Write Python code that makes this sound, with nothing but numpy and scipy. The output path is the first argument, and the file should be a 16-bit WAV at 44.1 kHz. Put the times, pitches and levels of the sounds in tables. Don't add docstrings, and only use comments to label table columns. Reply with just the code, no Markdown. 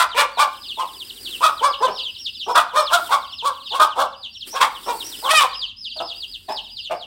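import sys
import numpy as np
from scipy import signal
from scipy.fft import rfft, irfft
from scipy.io import wavfile
from scipy.ndimage import uniform_filter1d

SR = 44100
rng = np.random.default_rng(int(sys.argv[2]) if len(sys.argv) > 2 else 0)


def transcribe(signal):
    frames = np.atleast_2d(signal).T
    limited = np.clip(frames, -1, 1)
    pcm = np.round(limited * 32767).astype(np.int16)
    wavfile.write(sys.argv[1], SR, pcm)


N = 311339
TIME = np.arange(N) / SR

# (start [s], swell [s], hold [s], pitch at full effort [Hz], roughness at full effort [0-1],
#  throat level [dB], strained overtone level [dB], rasp level [dB])
SYLLABLES = [ (-.02, .022, 0.017, 690, 0.53, -5, -19.5, -24),
             (0.144, .043, 0.025, 574, 0.38, -6.5, -14, -24.5),
             (0.371, .028, 0.028, 584.4, 0.35, -4, -20, -26.5),
             (0.772, .027, 0.021, 531.3, 0.31, -13, -37, -40),
             (1.407, .033, .026, 624.8, 0.38, -3, -22, -26.5),
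             (1.609, .035, 0.019, 578.7, 0.13, -4, -26.5, -30),
             (1.804, .028, 0.023, 519.8, 0.17, -6, -34.5, -34.5),
             (1.872, .007, 0.0139, 424.7, .5, -17.5, -36, -43.5),
             (2.464, 0.0253, 0.027, 489, 0.36, -12.5, -41, -43),
             (2.545, 0.012, 0.033, 637, 0.4, -3, -21.5, -25.5),
             (2.733, 0.035, 0.036, 606.4, 0.2, -6.5, -26.5, -29),
             (2.901, .036, 0.014, 705, 0.27, -4, -26, -23.5),
             (3.091, .036, 0.017, 565, .35, -6, -25.5, -28.5),
             (3.423, .036, .02, 562.3, 0.29, -9.5, -35, -33),
             (3.711, .04, 0.019, 546.3, 0.26, -13, -36, -36.5),
             (3.793, .007, .034, 624.1, .6, -3, -27, -27),
             (3.956, .038, 0.029, 547.3, 0.54, -7.5, -34, -31),
             (4.528, .036, .012, 553.3, .35, -14, -29, -34),
             (4.599, .014, 0.02, 564, .6, -3.5, -16.5, -24.5),
             (4.86, .028, .024, 474.9, .2, -13, -32.5, -39.5), (5.224, .03, .03, 535, .25, -13.5, -41, -42),
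             (5.958, .008, .008, 321.2, 0.62, -30, -57, -52),
             (5.998, 0.0063, .016, 343.6, 0.71, -17, -46, -46),
             (6.482, .008, .032, 428, .65, -18, -38, -48), (6.897, 0.015, 0.015, 330, .85, -14, -32, -44)]
RELEASE_S = 0.054


def from_db(db):
    return 10 ** (np.asarray(db) / 20)


def rms_one(x):
    return x / np.sqrt(np.mean(x ** 2) + 1e-20)


def coloured(x, spectrum):
    hz, db = np.transpose(spectrum)
    size = 2 ** 14
    bins = np.maximum(np.fft.rfftfreq(size, 1 / SR), 1)
    gain = from_db(np.interp(np.log(bins), np.log(hz), db))
    gain = gain / np.sqrt(1 + (hz[0] / bins) ** 6)
    cepstrum = irfft(np.log(gain + 1e-5))[:size // 2]
    cepstrum[1:] *= 2
    response = irfft(np.exp(rfft(cepstrum, size)))
    return rms_one(signal.fftconvolve(x, response)[:N])


def flutter(rate_hz):
    lowpass = signal.butter(2, rate_hz, fs=SR, output="sos")
    return rms_one(signal.sosfilt(lowpass, rng.standard_normal(N)))


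def evened(x, size):
    return x / np.sqrt(np.abs(uniform_filter1d(x * x, size)) + 1e-9)


def yard_noise(level_db=-56):
    # (frequency [Hz], relative level per Hz [dB])
    spectrum = [(28, -8.5), (43, 12.5), (60, -6), (86, 7), (140, -7.5), (260, -1), (500, -38),
                (2200, -23.5), (2800, -11), (4000, -15), (6500, -32.5), (15500, -43)]
    return from_db(level_db) * coloured(rng.standard_normal(N), spectrum)


def effort_of(t, swell, hold):
    return np.interp(t, [0, swell, swell + hold, swell + hold + RELEASE_S], [0, 1, 1, 0])


def syllables():
    # (time [s], pitch [Hz], roughness [0-1], throat level [dB], strained overtone level [dB], rasp level [dB])
    squawk = [(5.288, 556.3, 0.7, -7.5, -31, -36), (5.315, 636, 0, -12.5, -10, -20),
              (5.332, 635.4, .6, -8.5, -28, -30.5), (5.354, 633, .08, -11, -11, -22),
              (5.39, 598, .1, -12, -9.5, -22), (5.41, 581.6, .8, -6, -18, -24.5),
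              (5.458, 496.6, .4, -9.5, -30, -38), (5.472, 470, .5, -41, -40, -45.5)]
    slack_pitch_start, slack_pitch_end = 0.27, 0.13
    slack_rough = 0.3
    swing_db = np.array([[18], [23], [28]])
    edge_s = 0.003

    pitch, rough, gains = np.full(N, 500.), np.zeros(N), np.zeros((3, N))
    for start, swell, hold, hz, roughness, *levels_db in SYLLABLES:
        on = (TIME >= start) & (TIME < start + swell + hold + RELEASE_S)
        t = TIME[on] - start
        slack = 1 - effort_of(t, swell, hold)
        pitch_drop = np.where(t < swell, slack_pitch_start, slack_pitch_end)
        pitch[TIME >= start] = hz * (1 - slack_pitch_end)
        pitch[on] = hz * (1 - slack * pitch_drop)
        rough[on] = roughness + slack_rough * slack
        gains[:, on] = from_db(np.array(levels_db)[:, None] - swing_db * slack)

    on = (TIME >= squawk[0][0]) & (TIME < squawk[-1][0])
    times, *columns = np.transpose(squawk)
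    pitch[on], rough[on], *levels_db = [np.interp(TIME[on], times, column) for column in columns]
    gains[:, on] = from_db(levels_db)
    return uniform_filter1d(pitch, size=600), np.clip(rough, 0, 1), uniform_filter1d(gains, int(edge_s * SR))


def bounces(x, strength=0.46):
    out = x.copy()
    for start, swell, hold, *_ in SYLLABLES:
        on = (TIME > start) & (TIME < start + swell + hold + RELEASE_S)
        for lag in rng.uniform([0.0004, 0.001, 0.004], [0.0015, 0.004, 0.016]):
            out[on] += strength * np.interp(TIME[on] - lag, TIME[on], x[on], left=0)
    return out


def syrinx(pitch, rough, jitter=0.075, shimmer=1.0, alternation=0.632):
    phase = 2 * np.pi * np.cumsum(pitch * (1 + jitter * rough * flutter(rate_hz=195.1))) / SR
    buzz = np.zeros(N)
    for k in range(1, 19):
        buzz += np.cos(k * phase - k * k / 5) * from_db(3.5 * flutter(rate_hz=35))
    buzz = rms_one(buzz)
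    buzz *= 1 + rough * (shimmer * flutter(rate_hz=310) + alternation * np.cos(phase / 2))
    air = rms_one(rng.standard_normal(N) * (1 + 0.5 * np.cos(phase)))
    return rms_one(bounces(buzz)), air


def open_throat(source, pitch):
    # (frequency [Hz], relative level per Hz [dB])
    throat = [(240, -20.5), (570, -11), (780, -0.5), (1030, 9.5), (1250, 6), (1520, -5.5), (1800, -24),
              (2600, -75)]
    # (pitch [Hz], frequency factor)
    stretch = [(460, .87), (570, 1.01), (700, 1.12)]
    pitches, factors = np.transpose(stretch)
    out = np.zeros(N)
    for weights, factor in zip(np.eye(len(factors)), factors):
        stretched = [(hz * factor, db) for hz, db in throat]
        out += np.interp(pitch, pitches, weights) * coloured(source, stretched)
    return out


def hen(breath=0.502, rasp_noise=5, flicker=0.38, throat_db=-7.5, strain_db=-3.0, rasp_db=5):
    # (frequency [Hz], relative level per Hz [dB])
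    closed_spectrum = [(250, -11.5), (480, -7.0), (680, 2.5), (950, -6.0), (1300, -11.0),
                       (1700, -24), (2600, -51.5)]
    strain_spectrum = [(1300, -6.0), (1750, -0.5), (2050, -2.5), (2480, 4.5), (2900, -3.5),
                       (3600, -22.5), (6000, -31.5)]
    # (frequency [Hz], relative level per Hz [dB])
    beak_spectrum = [(1800, -11), (2700, -12), (3400, 6), (4200, -3), (5200, -5.5), (6500, -12), (8500, -8),
                     (11000, -15.5), (15500, -17)]

    pitch, rough, (throat_gain, strain_gain, rasp_gain) = syllables()
    buzz, air = syrinx(pitch, rough)
    source = buzz + breath * rough * air

    wide = open_throat(source, pitch)
    closed = coloured(source, closed_spectrum)
    opening = np.clip((pitch - 360) / 170, 0, 1)
    throat = evened(opening * wide + (1 - opening) * closed, size=400)
    strain = evened(coloured(source, strain_spectrum), size=400)

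    rasp = evened(coloured(buzz + rasp_noise * rough ** 0.92 * air, beak_spectrum), size=400)
    rasp *= np.exp(flicker * rough * flutter(rate_hz=54))

    return (from_db(throat_db) * throat_gain * throat
            + from_db(strain_db) * strain_gain * strain
            + from_db(rasp_db) * rasp_gain * rasp)


def walls(x, t60, wet_db, dull_hz):
    t = TIME[:SR]
    build_up = np.clip(t / 0.0083, 0, 1)
    tail = rng.standard_normal(SR) * from_db(-60 * t / t60) * build_up
    lowpass = signal.butter(1, dull_hz, fs=SR, output="sos")
    tail = signal.sosfilt(lowpass, tail / np.linalg.norm(tail))
    return from_db(wet_db) * signal.fftconvolve(x, tail)[:N]


def whistle(hz, second_db=-28, third_db=-36):
    phase = 2 * np.pi * np.cumsum(hz) / SR
    return np.sin(phase) + from_db(second_db) * np.sin(2 * phase) + from_db(third_db) * np.sin(3 * phase)


def peeping(rows, arch_s=0.055, arch_growth=1.3, boost_db=5.5, waver=0.011, bounce=0.56):
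    # (time [s], level difference [dB])
    arch_under = [(0, 11), (2.2, 8.5), (3.4, 11), (5.2, 13), (5.8, 2.5), (7, 6.5)]
    arch_course = [(-1.1, .92), (-.88, 0.96), (-.68, 1.), (-.42, 0.96), (-.15, .88)]
    # (progress, frequency [Hz])
    slide_course = [(0, 3730), (.4, 3200), (.97, 2610)]
    arch_at, arch_share = np.transpose(arch_course)
    slide_at, slide_hz = np.transpose(slide_course)
    pitch_at = np.concatenate([arch_at, slide_at])
    level_at = [-1.4346, -1.0543, -0.14, -0.03, 0.68, 1.0, 1.5]

    out, wobble = np.zeros(N), 1 + waver * flutter(rate_hz=630)
    for start, top_hz, slide, slide_db in rows:
        arch = (arch_s + 0.5 * slide) * (top_hz / 5150) ** arch_growth
        arch_db = slide_db - np.interp(start, *np.transpose(arch_under))
        on = (TIME > start - 2 * arch) & (TIME < start + 2 * slide + 0.03)
        t = TIME[on] - start
        progress = np.where(t < 0, t / arch, t / slide)
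        hz = np.interp(progress, pitch_at, np.concatenate([arch_share * top_hz, slide_hz]))
        levels_db = [-100, arch_db - 7, arch_db, slide_db, slide_db + 0.5, slide_db - 13.5, -100]
        db = np.interp(progress, level_at, levels_db)
        peep = from_db(db + boost_db) * whistle(uniform_filter1d(hz, size=250) * wobble[on])
        out[on] += peep
        for lag in rng.exponential(0.0086, size=5):
            out[on] += bounce * np.interp(t - lag, t, peep) / (1 + lag / 0.033)
    return out


def near_chicks():
    # (start of the slide [s], top of the arch [Hz], slide length [s], slide level [dB])
    peeps = [(.118, 5100, 0.033, -39.5), (.376, 4660, 0.023, -35.5), (.636, 5270, 0.037, -41),
             (.691, 5180, 0.042, -34), (.761, 4760, 0.089, -42), (1.005, 5087, 0.032, -37),
             (1.101, 5130, 0.011, -36.5), (1.258, 4960, 0.031, -34.5), (1.312, 4670, 0.057, -34),
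             (1.482, 5340, 0.018, -41), (1.583, 5370, 0.036, -39.5), (1.728, 5250, 0.022, -31.5),
             (1.85, 5210, .035, -37), (1.962, 4690, .028, -42), (1.99, 5540, 0.028, -30.5),
             (2.04, 5100, 0.065, -32.5), (2.155, 5020, .022, -40.5), (2.261, 5640, 0.026, -29.5),
             (2.35, 5040, .034, -40), (2.403, 5150, 0.039, -33.5), (2.572, 5490, .035, -32.5),
             (2.874, 5480, 0.031, -32.5), (3.06, 5120, 0.035, -45), (3.227, 4922, 0.045, -42),
             (3.321, 4850, 0.029, -39), (3.391, 5490, 0.036, -36), (3.555, 5014, 0.038, -48),
             (3.661, 4430, 0.025, -37), (3.705, 5016, .035, -34.5), (3.725, 5224, 0.036, -35.5),
             (3.908, 5000, 0.037, -42.5), (4.236, 5069, .038, -35), (4.352, 4800, 0.024, -41),
             (4.415, 5726, 0.034, -37.5), (4.749, 4813, .038, -42), (5.009, 4700, 0.025, -34),
             (5.125, 4970, .035, -38.5), (5.244, 5194, .054, -34), (5.539, 4690, 0.026, -37),
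             (5.619, 5230, 0.043, -32), (5.69, 4820, .03, -41), (5.85, 5326, 0.038, -36.5),
             (5.91, 5007, .029, -39.5), (5.989, 4950, 0.021, -34), (6.101, 5250, .037, -35.5),
             (6.226, 4950, 0.029, -35), (6.341, 5050, .026, -37), (6.572, 5286, .029, -32.5),
             (6.645, 4460, 0.041, -44), (6.774, 5000, .038, -37), (6.849, 5000, 0.041, -34.5),
             (7.015, 4850, .04, -42)]
    return peeping(peeps)


def far_chicks(db=-48, count=38):
    times = (np.arange(count) + rng.random(count)) / count * TIME[-1]
    return peeping([(s, rng.uniform(4700, 5600), rng.uniform(0.025, 0.05), db) for s in times])


def hiss(boost_db=2, unsteady_db=1.4):
    # (time of full strength [s], hold [s], level [dB], swell [dB/s], fade [dB/s])
    hisses = [(.55, .4, -56, 60, 30), (1.35, 0.086, -41.5, 25.5, 68), (2.067, .2, -55.5, 32, 24),
              (2.996, 0.094, -41.5, 102.5, 109), (3.548, 0.21, -57.5, 58, 50.5),
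              (4.477, 0.013, -39, 1100, 259.5), (4.949, .42, -40, 46, 113), (6.17, 0.065, -54.5, 90, 14.5)]
    # (frequency [Hz], relative level per Hz [dB])
    spectrum = [(150, -4), (350, 9), (650, -6), (1600, -5.5), (3200, -5), (5000, 2), (6500, -10), (8200, 4),
                (11300, -3.5), (14500, -1)]
    gain = np.zeros(N)
    for full, hold, db, swell, fade in hisses:
        before = np.maximum(full - TIME, 0)
        after = np.maximum(TIME - full - hold, 0)
        gain += from_db(db - swell * before - fade * after)
    unsteady = from_db(boost_db + unsteady_db * flutter(rate_hz=60))
    return gain * unsteady * coloured(rng.standard_normal(N), spectrum)


def shrieks(quaver=0.036):
    # (time of the peak [s], top frequency before the quaver [Hz], peak level [dB])
    chirps = [(2.46, 5600, -42), (4.536, 5807, -31.5), (4.875, 5490, -36.5), (5.073, 5740, -31)]
    out, wobble = np.zeros(N), 1 + quaver * flutter(rate_hz=340)
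    for peak, top_hz, db in chirps:
        t = (TIME - peak) / 0.04
        on = np.abs(t) < 2
        hz = top_hz * (1 - 0.12 * t[on] ** 2) * wobble[on]
        out[on] += from_db(db - 11 * t[on] ** 2) * whistle(hz)
    return out


def scene():
    cackle = hen()
    peeps = near_chicks() + far_chicks() + shrieks()
    cackle = cackle + walls(cackle, t60=0.38, wet_db=-7.0, dull_hz=2600)
    peeps = peeps + walls(peeps, t60=0.33, wet_db=-8, dull_hz=5000)
    return (cackle + peeps + hiss() + yard_noise())[None]


def record(dry, cutoff_hz=15850):
    rounded = dry / (1 + (dry / 0.9) ** 6) ** (1 / 6)
    lowpass = signal.ellip(10, 0.1, 90, cutoff_hz, fs=SR, output="sos")
    return signal.sosfilt(lowpass, rounded)


dry = scene()
out = record(dry)
transcribe(out)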